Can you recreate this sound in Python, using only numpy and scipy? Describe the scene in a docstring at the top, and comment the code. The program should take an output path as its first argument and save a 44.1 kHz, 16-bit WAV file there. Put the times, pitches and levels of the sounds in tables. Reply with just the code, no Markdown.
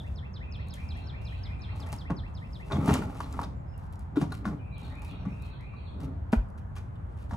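"""On the steel bed of a pickup, a man tips down a heavy log, rolls it about and pushes it over the tailgate onto grass.
Blows ring decaying modes of bed, wood and trunk; uneven clicks through the same modes make the log grind.
Filtered noise makes bark rub, snap and crunch, and a low sinking tone shudders after the landing.
Gliding tones sing: one bird sweeps nearby, others are far off, over a town rumble of noise bands."""
import sys
import numpy as np
from scipy import signal
from scipy.fft import rfft, irfft, next_fast_len
from scipy.io import wavfile
from scipy.ndimage import uniform_filter1d

SR = 44100
rng = np.random.default_rng(int(sys.argv[2]) if len(sys.argv) > 2 else 0)


def log_audio(samples):
    """Write samples as a 16-bit WAV file to the path given in sys.argv[1]."""
    # one column per channel
    frames = np.atleast_2d(samples).T
    # limit to full scale, then quantise
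    limited = np.clip(frames, -1, 1)
    pcm = np.round(limited * 32767).astype(np.int16)
    wavfile.write(sys.argv[1], SR, pcm)


N = 324576


def undb(db):
    """Decibel law: 20 dB is a factor of ten in amplitude."""
    return 10 ** (np.asarray(db) / 20)


def unit(x):
    """Normalisation to a root-mean-square of 1."""
    return x / np.sqrt(np.mean(x ** 2))


def over_hz(table, hz):
    """Interpolation of (Hz, value) rows on a logarithmic frequency axis."""
    f, v = np.transpose(table)
    return np.interp(np.log(hz + 1), np.log(f + 1), v)


def over_time(rows, col):
    """Envelope: a gain curve from a dB column, effectively silent outside the rows."""
    rows = np.array(rows)
    return undb(np.interp(np.arange(N) / SR, rows[:, 0], rows[:, col], left=-200, right=-200))


def colour(x, table):
    """Linear filtering: the spectrum is weighted by (Hz, dB) rows."""
    gain = undb(over_hz(table, np.fft.rfftfreq(len(x), 1 / SR)))
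    return irfft(rfft(x) * gain, len(x))


def add(out, s, x):
    """Superposition: mix x in at s seconds."""
    i = int(s * SR)
    a, b = max(i, 0), min(i + len(x), N)
    out[a:b] += x[a - i:b - i]


def walk(rate):
    """Slow random modulation: levels held 1 / rate seconds and smoothed twice, with spread near 1."""
    k = int(SR / rate)
    steps = np.repeat(rng.standard_normal(N // k + 1), k)
    return 1.3 * uniform_filter1d(uniform_filter1d(steps, k), k)[:N]


def grains(rate, spread_db):
    """Shot noise: random clicks of very uneven size, rate per second."""
    clicks = (rng.random(N) < rate / SR) * rng.standard_normal(N)
    return unit(clicks * undb(spread_db * rng.exponential(size=N)))


def ring(modes, centre_hz, octaves, hold=0.57, sense=-0.75):
    """Modal response: a body struck where modes near centre_hz move most; sense weighs every second mode."""
    hz, db, t60 = np.transpose(modes)[:, :, None]
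    hold = max(hold, .2)  # scales every ring time
    t = np.arange(int(SR * np.max(t60) * hold)) / SR
    reach = np.exp(-(np.log2(hz / centre_hz) / octaves) ** 2 / 2 + 0.27 * rng.standard_normal(hz.shape))
    reach[1::2] *= sense
    hz = hz * (1 + 0.017 * rng.standard_normal(hz.shape))
    decay = 1000. ** (-t / (t60 * hold))
    return np.sum(undb(db) * reach * np.sin(2 * np.pi * hz * t) * decay, axis=0)


SLIPS_PER_S = 900


def strike(response, contact, rough):
    """Impact excitation: a sharp blow and the slips of bark after it drive a body; peak 1."""
    t = np.arange(SR // 8) / SR
    slips = (rng.random(len(t)) < SLIPS_PER_S / SR) * rng.standard_normal(len(t)) * np.sqrt(SR / SLIPS_PER_S)
    blow = rough * np.exp(-t / max(contact, .002)) * slips + (t == 0)
    sound = signal.fftconvolve(blow, response)
    sound *= 1 - np.exp(-np.arange(len(sound)) / SR / 0.0012)  # bark gives before the wood takes the blow
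    return sound / np.max(abs(sound))


def echoes(x, t60_s, db, dull_hz):
    """Diffuse reverberation: trees and house fronts return a fading, duller wash, unrelated left and right."""
    t = np.arange(int(t60_s * SR)) / SR
    tail = rng.standard_normal((2, len(t))) * 1000. ** (-t / t60_s) * (1 - np.exp(-t / 0.00048))
    tail = signal.lfilter([1], [1, -np.exp(-2 * np.pi * dull_hz / SR)], tail)
    tail = tail / np.sqrt(np.sum(tail ** 2) / 2)
    return undb(db) * signal.fftconvolve(x[None], tail)[:, :N]


def ports(x, phase, balance):
    """Interaural-style cues: two microphone ports differ in phase and level; deep bass keeps its phase."""
    size = next_fast_len(N + SR // 10)
    hz = np.fft.rfftfreq(size, 1 / SR)
    turn = over_hz(phase, hz) * hz ** 2 / (hz ** 2 + 500 ** 2)
    half = np.exp(.5j * turn) * undb(over_hz(balance, hz) / 2)
    return irfft(rfft(x, size) * np.array([half, 1 / half]), size)[:, :N]


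# Spectrum of the town. Each row: frequency in Hz, relative level in dB per Hz.
TOWN_SPECTRUM = [(13, -56), (22, -29), (38, -12.5), (53, -5.5), (76, 0), (152, -13), (204, -18),
                 (298, -28.5), (420, -33.5), (896, -33.5), (1490, -42), (2920, -60), (3720, -65),
                 (5720, -72), (7280, -69.5), (12500, -76), (14500, -93)]
# Stereo width of the town. Each row: frequency in Hz, side minus mid level in dB.
TOWN_WIDTH = [(60, -21), (110, -9), (200, -12), (380, 2), (700, 4), (1290, 1.5), (2380, 0), (4400, 2),
              (8120, -8.5), (15000, -16.5)]
# Loudness of the town. Each row: time in seconds, mid level in dB.
TOWN_LEVEL = [(0, -37.5), (1.2, -36.5), (2.5, -37.5), (3.8, -37.5), (4.9, -38.5), (6, -38.5), (7.36, -37)]


def town():
    """Band-filtered noise: half-octaves of far traffic and leaves swell together and flicker alone."""
    white, hz = rfft(rng.standard_normal((2, N))), np.fft.rfftfreq(N, 1 / SR)
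    white *= undb(over_hz(TOWN_SPECTRUM, hz) + np.array([0 * hz, over_hz(TOWN_WIDTH, hz)]))
    out, swell = 0, walk(0.89)
    for centre in 25 * 2 ** np.arange(0, 9.6, .5):
        band = np.cos(np.pi * np.clip(np.log2((hz + 1) / centre), -.5, .5)) ** 2
        out = out + irfft(white * band, N) * undb(0.18 * swell + 1.46 * walk(5.5))
    mid, side = out / np.sqrt(np.mean(out[0] ** 2)) * over_time(TOWN_LEVEL, col=1)
    return np.array([mid + side, mid - side])


def note(rows, warble=0.):
    """Frequency modulation: a near-pure gliding tone, its pitch wavering by a share; returns start and sound."""
    s, hz, db = np.transpose(rows)
    t = np.arange(s[0], s[-1], 1 / SR)
    knots = np.arange(s[0], s[-1] + .01, .006)
    waver = np.interp(t, knots, rng.standard_normal(len(knots)))
    glide = np.interp(t, s, hz) * (1 + .003 * rng.standard_normal() + warble * waver)
    db = db + .8 * rng.standard_normal(len(db))  # no two notes swell alike
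    return s[0], undb(np.interp(t, s, db)) * np.sin(2 * np.pi * np.cumsum(glide) / SR)


def song(starts, notes, warble):
    """Rhythmic repetition: a figure of notes at (s, dB of each note), never quite on the beat."""
    out = np.zeros(N)
    for s, *dbs in starts:
        s += .0007 * rng.standard_normal()
        for rows, db in zip(notes, dbs):
            lead, tone = note(rows, warble)
            add(out, s + lead, undb(db) * tone)
    return out


# Falling sweep. Each row: time from the beat in seconds, pitch in Hz, relative level in dB.
FALLING_SWEEP = [(-.010, 6800, -20), (-.004, 5910, -18), (.001, 5230, 4), (.009, 4670, -5.5),
                 (.019, 4110, 0), (.030, 3460, 4.5), (.038, 3100, 0), (.045, 3000, -18)]
# Rising sweep. Each row: time from the beat in seconds, pitch in Hz, relative level in dB.
RISING_SWEEP = [(.062, 1700, -8), (.07, 1800, 8), (.086, 2250, 4), (.098, 2680, 6), (.122, 2700, -8)]
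PAIR_FIRST_S, PAIR_EVERY_S, PAIR_COUNT = -.024, .1826, 15
FALL_DB, RISE_DB = -53, -56.5  # in mid song, where it is loudest


def near_bird():
    """Glides in even rhythm: a falling and a rising sweep; moving air makes their amplitude flutter."""
    arch = -1.5 * np.linspace(-1, 1, PAIR_COUNT) ** 2  # dB; the falls follow half of it
    beats = PAIR_FIRST_S + PAIR_EVERY_S * np.arange(PAIR_COUNT)
    pairs = zip(beats, FALL_DB + arch / 2, RISE_DB + arch)
    return song(pairs, (FALLING_SWEEP, RISING_SWEEP), .006) * undb(2.2 * walk(250))


# Gloves and boots on bark. Each row: start in seconds, level in dB, hold in seconds, fade in dB per second.
SCUFF_ROWS = [(0.0, -69.5, 0.12, 250), (0.738, -55.5, 0.0089, 300), (0.8, -70.5, 0.13, 200),
              (.965, -72, .03, 200), (1.21, -70, 0.12, 90), (1.46, -76, 0.038, 200),
              (1.75, -64, 0.082, 498), (1.86, -62, 0.088, 260), (2.1, -73, .01, 448),
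              (3.78, -72.5, 0.084, 250), (3.92, -66, 0.012, 600), (3.987, -69.5, 0.02, 250),
              (4.16, -57.5, 0.062, 380), (4.315, -59, 0.033, 216), (4.449, -60, 0.027, 248),
              (4.78, -65.5, 0.047, 52), (5.015, -62, 0.053, 259), (5.28, -73.5, 0.13, 151),
              (5.415, -68, 0.049, 325), (5.61, -82, 0.024, 196), (6.0, -64, 0.017, 600),
              (6.03, -61.5, 0.011, 596), (6.319, -49, 0.01, 526), (6.574, -65.5, 0.01, 550),
              (6.752, -62.5, 0.018, 300), (7.09, -76, 0.024, 200), (7.17, -68, 0.064, 300),
              (7.29, -66.5, .08, 300)]
SCUFF_RISE_S = 0.0042


def scuffs():
    """Envelope of friction: each scuff of gloves or boots over bark rises fast, holds and fades."""
    out, t = np.zeros(N), np.arange(SR // 2) / SR
    for s, db, held, fade_db in SCUFF_ROWS:
        fade = undb(db - fade_db * np.maximum(t - SCUFF_RISE_S - held, 0))
        add(out, s, np.minimum(t / SCUFF_RISE_S, 1) * fade)
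    return out


# Spectrum of rubbed bark. Each row: frequency in Hz, relative level in dB per Hz.
RUB_SPECTRUM = [(1200, -19), (2500, 3.5), (4000, -4), (6000, -8), (8000, -9.5), (11000, -11.5),
                (13000, -8.5), (15500, -35)]
# Bark crackling as the log is laid down and rolled. Each row: time in seconds, level in dB.
ROLL_LEVEL = [(2.25, -81.5), (2.6, -68.5), (2.83, -57.5), (2.89, -47), (2.95, -47), (2.99, -56),
              (3.09, -64.5), (3.22, -55), (3.28, -65.5), (3.44, -59.5), (3.49, -87)]


def rubbing():
    """Friction as shot noise: dense fine crackle of scuffed and rolled bark, its level flickering."""
    flicker = undb(1.5 * walk(40))
    crackle = unit(colour(grains(2000, 1.4), RUB_SPECTRUM))
    return crackle * (over_time(ROLL_LEVEL, col=1) + scuffs()) * flicker


# A note that sweeps up twice from its held pitch, then drops.
# Each row: time in seconds, pitch in Hz, relative level in dB.
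LOW_FIGURE = [(.002, 2200, -12), (.015, 2400, 0), (.055, 2450, 4), (.075, 2750, 1), (.09, 2700, -4),
              (.1, 2350, -3), (.14, 2450, 3), (.165, 2520, 4), (.18, 2780, 2), (.195, 2500, -1),
              (.215, 2000, -5), (.225, 1950, -20)]
# Two quick rises, each ending in a plunge. Each row: time in seconds, pitch in Hz, relative level in dB.
HIGH_FIGURE = [(.128, 3850, -17), (.14, 3900, -1), (.152, 4000, 0), (.16, 4350, -1), (.168, 4300, -1),
               (.173, 3750, 2), (.192, 3050, 1), (.198, 3000, -23), (.215, 3900, -21), (.228, 3900, 1),
               (.243, 3980, 1), (.25, 4350, -1), (.258, 4300, -1), (.263, 3750, 2), (.281, 3050, 1),
               (.287, 3000, -23)]
# A low start and a glide up into a phrase. Each row: time in seconds, pitch in Hz, relative level in dB.
LEAD_GLIDE = [(-.09, 1483, -16), (-.07, 1538, -1.5), (-.035, 1609, -7.5), (-.008, 2000, 0.5),
              (.012, 2390, 5)]
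BOUTS_S, PHRASE_EVERY_S, PHRASE_COUNT = (.43, 4.58), .342, 4
LOW_DB, HIGH_DB = -62.5, -63.5


def far_bird():
    """Glides in phrases: a low and a high note, led into after the first of each bout; moving air flutters them."""
    phrases = [(s + k * PHRASE_EVERY_S, LOW_DB, HIGH_DB) for s in BOUTS_S for k in range(PHRASE_COUNT)]
    leads = [row[:2] for k, row in enumerate(phrases) if k % PHRASE_COUNT]
    tones = song(phrases, (LOW_FIGURE, HIGH_FIGURE), .025) + song(leads, (LEAD_GLIDE,), .006)
    return tones * undb(4 * walk(150))


# Bark flakes snapping. Each row: time in seconds, peak in dB before an 8.5 dB cut, pitch in Hz.
SNAP_ROWS = [(0.5705, -54, 10050), (0.673, -51, 10940), (0.6855, -40.5, 9000), (0.7398, -29.5, 7740),
             (0.8574, -49, 5060), (0.9703, -42, 10040), (1.289, -52, 9050), (1.5943, -55, 8960),
             (1.7555, -60, 5500), (1.7794, -59, 5340), (1.8026, -34, 4910), (1.87, -39, 5620),
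             (1.8896, -41, 8500), (1.922, -30, 5840), (1.9288, -20, 5600), (1.9405, -33, 6400),
             (1.964, -37, 6960), (2.8603, -24, 5520), (2.881, -27, 9000), (2.9407, -13.5, 7300),
             (3.205, -32, 5500), (3.327, -29, 5700), (3.341, -42, 9900), (3.4002, -41, 8080),
             (3.416, -31, 5200), (3.779, -40.5, 11600), (3.927, -39, 12000), (3.9574, -44, 5190),
             (3.9938, -36, 8300), (4.3237, -29, 9700), (4.782, -39.5, 8750), (4.9546, -47, 9750),
             (4.996, -49, 9930), (5.021, -36.5, 10000), (5.0487, -36, 10300), (5.423, -39, 10400),
             (5.61, -45.5, 4570), (6.006, -45, 4930), (6.4882, -53, 8150), (6.503, -48, 4640),
             (6.579, -50, 5200), (6.7834, -37, 5800), (6.957, -56, 3500), (7.17, -55, 10000),
             (7.196, -49, 5400)]


def snaps():
    """Brittle fracture: each flake is a brief noise burst with a broad spectral peak."""
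    out, t = np.zeros(N), np.arange(SR // 20) / SR
    for s, db, hz in SNAP_ROWS:
        fade = (np.exp(-t / 0.0012) + 0.06 * np.exp(-t / 0.009)) * (1 - np.exp(-t / 0.0004))
        burst = rng.standard_normal(len(t)) * fade
        snap = colour(burst, [(hz / 5, -24), (hz / 2.3, -13), (hz, 0), (hz / 0.54, -8), (hz / .3, -7)])
        add(out, s - .001, undb(db - 8.5) * snap / np.max(abs(snap)))
    return out


# Thin calls of other birds. Each row: start in seconds, length in seconds, first and last pitch in Hz, level in dB.
WHISTLE_ROWS = [(0.571, 0.053, 5870, 5760, -78), (0.812, 0.046, 5640, 5700, -71),
                (0.92, 0.067, 5760, 5700, -70), (1.036, 0.052, 5510, 5600, -69),
                (1.21, 0.1, 5510, 5500, -72), (2.446, 0.11, 5150, 5000, -79), (3.53, 0.1, 7300, 7250, -79),
                (3.66, 0.12, 5130, 5080, -74), (3.735, 0.032, 2910, 2700, -63),
                (4.585, 0.022, 3130, 2780, -69), (5.178, 0.1, 5670, 5800, -75),
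                (5.292, .06, 5680, 5630, -71.5), (6.614, 0.021, 3150, 2900, -71.5)]


def whistles():
    """Near-sinusoidal tones: thin whistles of other birds, fluttering in moving air."""
    out = np.zeros(N)
    for s, length, hz0, hz1, db in WHISTLE_ROWS:
        rows = [(0, hz0, db - 12), (.2 * length, hz0, db), (.8 * length, hz1, db), (length, hz1, db - 12)]
        add(out, s, note(rows, .014)[1])
    return out * undb(3.5 * walk(130))


# Phase between the ports for near birds. Each row: frequency in Hz, lead of the left in radians.
BIRD_LEAD = [(1800, 2.25), (2240, 3.76), (2700, 3.63), (3270, 6), (4900, 7.9), (7000, 7.7)]


def birds():
    """Direct-to-reverberant ratio: near song reaches the left port first, far song is mostly echo."""
    near, far = near_bird() + whistles(), far_bird()
    direct = ports(near, BIRD_LEAD, [(2000, 0.63), (6000, .5)]) + undb(-8) * far
    return direct + echoes(near, 0.44, -8, 7000) + echoes(far, 0.71, 3.04, 9900)


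# Modes of the steel bed. Each row: frequency in Hz, level in dB, t60 in seconds before the hold factor.
BED_MODES = [(78, -1.5, 0.38), (104, 0, 0.22), (136, 3, 0.13), (186, 6.5, 0.084), (208.4, 0.5, 0.13),
             (264.6, 2.5, 0.074), (311, -2, 0.095), (363, -3, 0.062)]
# Full weight thumping on the steel bed.
# Each row: time in seconds, peak in dB, favoured pitch in Hz, contact in seconds, ring time factor.
THUMP_ROWS = [(1.105, -41, 133.7, .012, 0.67), (1.927, -33.5, 164, 0.0098, 0.84),
              (2.105, -20, 187, 0.028, 0.29), (2.733, -21, 150.6, 0.027, 0.79),
              (2.785, -18.5, 136, 0.0042, 0.24), (2.879, -12, 198, 0.0025, 0.8),
              (2.916, -28, 153, 0.012, .98), (2.994, -20.5, 223, 0.034, 0.24),
              (3.395, -36.5, 270, 0.025, .98), (4.169, -15.5, 334, 0.018, 0.37),
              (4.219, -18, 192, 0.0115, 0.61), (4.458, -23, 197, 0.015, 0.79),
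              (4.519, -37, 142, 0.016, 0.84), (5.26, -22, 186, 0.027, 0.6),
              (6.043, -28, 133.6, 0.0085, 0.47), (7.319, -28.5, 186, 0.036, .98)]


def thumps():
    """Modal excitation: the full weight strikes the low modes of the bed."""
    out = np.zeros(N)
    for s, db, hz, contact, hold in THUMP_ROWS:
        body = ring(BED_MODES, hz, octaves=0.383, hold=hold)
        add(out, s - .001, undb(db) * strike(body, contact, rough=0.032))
    return out


# The floor booming under rolling weight. Each row: time of the peak in seconds, level in dB.
BOOM_ROWS = [(2.75, -29), (2.916, -24), (3.055, -30), (3.262, -48)]
BOOM_RISE_DB_PER_S, BOOM_FADE_DB_PER_S = 701, 382


def booms():
    """Exponential envelope: a steep swell and slower fall as the weight rolls onto the floor."""
    t = np.arange(N) / SR
    return sum(undb(db - np.maximum(BOOM_RISE_DB_PER_S * (s - t), BOOM_FADE_DB_PER_S * (t - s)))
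               for s, db in BOOM_ROWS)


# Modes of the wood. Each row: frequency in Hz, level in dB, t60 in seconds before the hold factor.
WOOD_MODES = [(412, 3.5, 0.09), (546, -22, 0.042), (673, -1.5, 0.042), (746, -7, 0.1), (840, 3, 0.046),
              (943, 1, 0.053), (1050, 4, 0.02), (1132, 2, 0.041), (1306, 0.5, 0.029), (1400, -1, 0.058),
              (1451, -3, 0.045), (1650, -15, 0.026), (1830, 0, 0.019), (2300, 9, 0.032)]
# Passes of the log grinding over the bed, one list each.
# Each row: time in seconds, bed level in dB, wood level in dB.
GRIND_PASSES = [
    [(1.7, -58, -56.5), (1.916, -48, -51), (2.036, -59, -69), (2.178, -44.5, -72), (2.3, -69, -74)],
    [(2.66, -56, -67), (2.76, -27, -40), (2.88, -33, -42.5), (2.914, -24, -35.5), (3.024, -30.5, -49.5),
     (3.158, -45.5, -52), (3.264, -44.5, -58), (3.426, -43.5, -48), (3.55, -49, -91)],
    [(4.12, -47.5, -80), (4.246, -34, -54), (4.378, -48, -70), (4.526, -35, -48), (4.62, -52.5, -91)],
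    [(4.75, -73, -70), (4.832, -50, -57.5), (4.978, -52, -60), (5.268, -44.5, -60.5), (5.5, -61, -64)],
    [(5.9, -62, -69), (5.98, -41.5, -67), (6.04, -38.5, -54.5), (6.13, -44.5, -64), (6.2, -53, -78)],
]


def grinding():
    """Stick-slip friction: ridges of bark catch and slip, clicking into bed and wood; the whole floor booms."""
    catch = grains(1500, 2.5)
    bed = unit(signal.fftconvolve(catch, ring(BED_MODES, 200.0, octaves=0.74))[:N])
    wood = unit(signal.fftconvolve(catch, ring(WOOD_MODES, 960, octaves=0.65, hold=0.47))[:N])
    boom = unit(signal.fftconvolve(catch, ring(BED_MODES, 61.7, octaves=0.15, hold=0.68))[:N])
    load, scrape = (uniform_filter1d(sum(over_time(rows, col=c) for rows in GRIND_PASSES), size=SR // 50)
                    for c in (1, 2))
    return bed * load + wood * scrape + boom * booms()


# Spectrum of cracking bark. Each row: frequency in Hz, relative level in dB per Hz.
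CRACK_SPECTRUM = [(1060, -1), (1800, -3.5), (2010, -4), (2900, -7), (3350, -6), (4850, -10.5),
                  (6240, -10.5), (7080, -14.5), (12200, -21.5)]
# Its top end. Each row: frequency in Hz, relative level in dB per Hz.
CRACK_TREBLE = [(15500, -40)]
# Knocks on wood. Each row: time in seconds, wood peak in dB, crack peak in dB before a 2 dB lift,
# favoured pitch in Hz, spread of modes in octaves, contact in seconds.
KNOCK_ROWS = [(1.928, -35.5, -37, 850, 0.31, 0.0057), (2.102, -25, -50, 860, 0.47, 0.013),
              (2.703, -33.5, -54, 1100, 0.44, 0.018), (2.711, -23, -47, 706, 1.1, 0.014),
              (2.722, -22, -38, 696, 0.74, 0.034), (2.877, -16, -36, 703, 0.51, 0.032),
              (2.894, -18.5, -47, 840, 1.1, 0.014), (2.916, -41, -50, 820, 0.65, 0.019),
              (2.938, -27, -30, 900, 1.1, 0.02), (2.953, -22.5, -44, 840, 0.55, 0.019),
              (3.022, -30.5, -50, 1200, 0.44, 0.0082), (3.036, -39, -49, 800, 0.47, .0099),
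              (3.095, -32, -53, 930, 0.33, 0.014), (3.153, -40, -49, 870, 0.42, 0.027),
              (3.206, -23.5, -37, 1130, 0.27, 0.0032), (3.261, -37.5, -51, 910, 0.47, 0.008),
              (3.341, -39, -48, 1100, 0.23, 0.0035), (3.393, -19, -56, 996, 0.09, 0.0027),
              (3.415, -31, -57, 980, 0.26, 0.006), (3.433, -31, -39, 980, 0.34, 0.011),
              (4.16, -26, -53, 1040, 0.45, 0.018), (4.215, -24, -40, 910, 0.5, 0.013),
              (4.228, -31, -59, 716, 0.42, 0.017), (4.305, -47, -51, 1190, 0.31, .012),
              (4.322, -28, -52, 1250, 0.4, 0.006), (4.454, -22, -42, 1050, 0.4, 0.022),
              (5.022, -42, -61, 910, 0.19, 0.015), (5.254, -35, -58, 1050, 0.64, 0.01),
              (5.738, -46, -71, 1200, .5, 0.0056), (6.0, -45, -58, 1100, 0.51, 0.039),
              (6.764, -39, -45.5, 1300, 0.94, 0.017), (7.31, -31, -50, 980, 0.32, 0.018),
              (7.334, -31, -48.5, 940, 0.27, 0.018)]
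WOOD_ROUGH = 0.11  # share of bark slips in a blow


def knocks():
    """Modal excitation with contact damping: wood rings under a crack of bark, shorter when struck harder."""
    out, t = np.zeros(N), np.arange(SR // 8) / SR
    for s, wood_db, crack_db, hz, spread, contact in KNOCK_ROWS:
        hold = 1 - 0.05 * (wood_db + 30)  # harder knocks press the wood down
        body = ring(WOOD_MODES, hz, octaves=spread, hold=hold, sense=0.71)
        add(out, s - .002, undb(wood_db) * strike(body, contact, WOOD_ROUGH))
        fade = (np.exp(-t / max(contact, .002)) + 0.17 * np.exp(-t / 0.069)) * (1 - np.exp(-t / 0.00061))
        crack = colour(fade * rng.standard_normal(len(t)), CRACK_SPECTRUM + CRACK_TREBLE)
        add(out, s - .0015, undb(crack_db + 2.0) * crack / np.max(abs(crack)))
    return out


# Bark crushed under the weight. Each row: time in seconds, peak in dB, pitch in Hz, length in seconds.
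CRUNCH_ROWS = [(2.721, -32.5, 3580, 0.011), (2.751, -43, 3380, .02), (2.881, -41, 2400, .02),
               (2.93, -34, 3270, .03), (2.946, -37, 2300, 0.021), (3.232, -47, 3630, 0.031),
               (3.437, -41, 4050, 0.0096), (3.438, -41, 5160, 0.0085), (4.158, -44, 3380, 0.031),
               (4.215, -50, 4100, 0.017), (4.321, -38.5, 4040, 0.006), (4.446, -44, 2580, 0.014),
               (6.038, -56, 3700, 0.013), (6.764, -50, 1610, 0.025), (6.956, -59, 3300, 0.011),
               (7.185, -59, 2500, 0.038)]
SPLINTERS_PER_S, SPLINTER_T60_S = 1500, 0.015


def crunches():
    """Successive fracture: splinters break one after another, each a short ring near the pitch of the burst."""
    out, t = np.zeros(N), np.arange(SR // 10) / SR
    for s, db, hz, length in CRUNCH_ROWS:
        chance, size = rng.random((2, len(t)))
        breaks = (chance < SPLINTERS_PER_S / SR) * (size - .5) * np.exp(-(t / length) ** 2) + (t == 0) / 2
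        near = hz * (1 + 0.074 * rng.standard_normal((3, 1)))
        splinter = np.sum(np.sin(2 * np.pi * near * t), axis=0) * 1000. ** (-t / SPLINTER_T60_S)
        burst = signal.fftconvolve(breaks, splinter)
        add(out, s, undb(db) * burst / np.max(abs(burst)))
    return out


# Modes of the trunk. Each row: frequency in Hz, level in dB, t60 in seconds before the hold factor.
TRUNK_MODES = [(178.6, 3.5, 0.037), (223, 5.5, 0.15), (297, -12.5, 0.033), (419, -3.5, 0.083),
               (578, -14.5, 0.096), (650, -5, 0.057)]
# One end lands just before the other. Each row: time in seconds, trunk peak in dB, wood peak in dB.
LANDING_ROWS = [(6.328, -10.5, -17), (6.339, -24.5, -26.5)]


def landing():
    """Damped modal impact: the log lands on grass and the turf shortens its ring."""
    out = np.zeros(N)
    for s, trunk_db, wood_db in LANDING_ROWS:
        trunk = ring(TRUNK_MODES, 230, octaves=2.1)
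        wood = ring(WOOD_MODES, 1050, octaves=0.63, hold=0.29, sense=1.0)
        add(out, s, undb(trunk_db) * strike(trunk, 0.011, 0.017))
        add(out, s, undb(wood_db) * strike(wood, 0.0061, WOOD_ROUGH))
    return out


# The ground after the landing. Its one row: start in seconds, starting pitch in Hz, level in dB, t60 in seconds.
GROUND_SHUDDER = (6.359, 53, -9, .18)


def shudder():
    """Damped oscillation: the ground shudders at a sinking low pitch."""
    out, t = np.zeros(N), np.arange(SR // 3) / SR
    s, hz, db, t60 = GROUND_SHUDDER
    phase = 2 * np.pi * np.cumsum(hz / (1 + 3 * t)) / SR
    fade = 1000. ** (-t / t60) * (1 - np.exp(-(t / .014) ** 2))
    add(out, s, -undb(db) * np.sin(phase) * fade)
    return out


# Phase between the ports for the truck. Each row: frequency in Hz, lead of the left in radians.
TRUCK_LEAD = [(860, -.6), (1290, .4), (2840, -2.2), (4220, -1.3), (5770, -.7), (7670, .1), (10500, .2),
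              (12100, 1.6), (14000, 3.1)]
# Level between the ports for the truck. Each row: frequency in Hz, left minus right in dB.
TRUCK_LEVEL = [(60, 0.5), (110, 0), (200, 1), (380, 3), (700, -7), (1290, 6.5), (2380, 2), (4400, -1.5),
               (8120, 1.5), (15000, -1.5)]


def scene():
    """Superposition of sources: truck and log, their echoes without bass, birds and town."""
    truck = rubbing() + snaps() + thumps() + grinding() + knocks() + crunches() + landing() + shudder()
    thin = signal.sosfilt(signal.butter(2, 350, "high", fs=SR, output="sos"), truck)
    return ports(truck, TRUCK_LEAD, TRUCK_LEVEL) + echoes(thin, 0.32, -10.5, 6800) + birds() + town()


def record(dry):
    """Band limiting: the phone drops the deepest bass, rolls off near 15.6 kHz and cuts above 15.8 kHz."""
    soft = signal.sosfilt(signal.butter(3, [34, 15600], "band", fs=SR, output="sos"), dry)
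    return signal.sosfilt(signal.ellip(8, .2, 70, 15800, fs=SR, output="sos"), soft)


dry = scene()
out = record(dry)
log_audio(out)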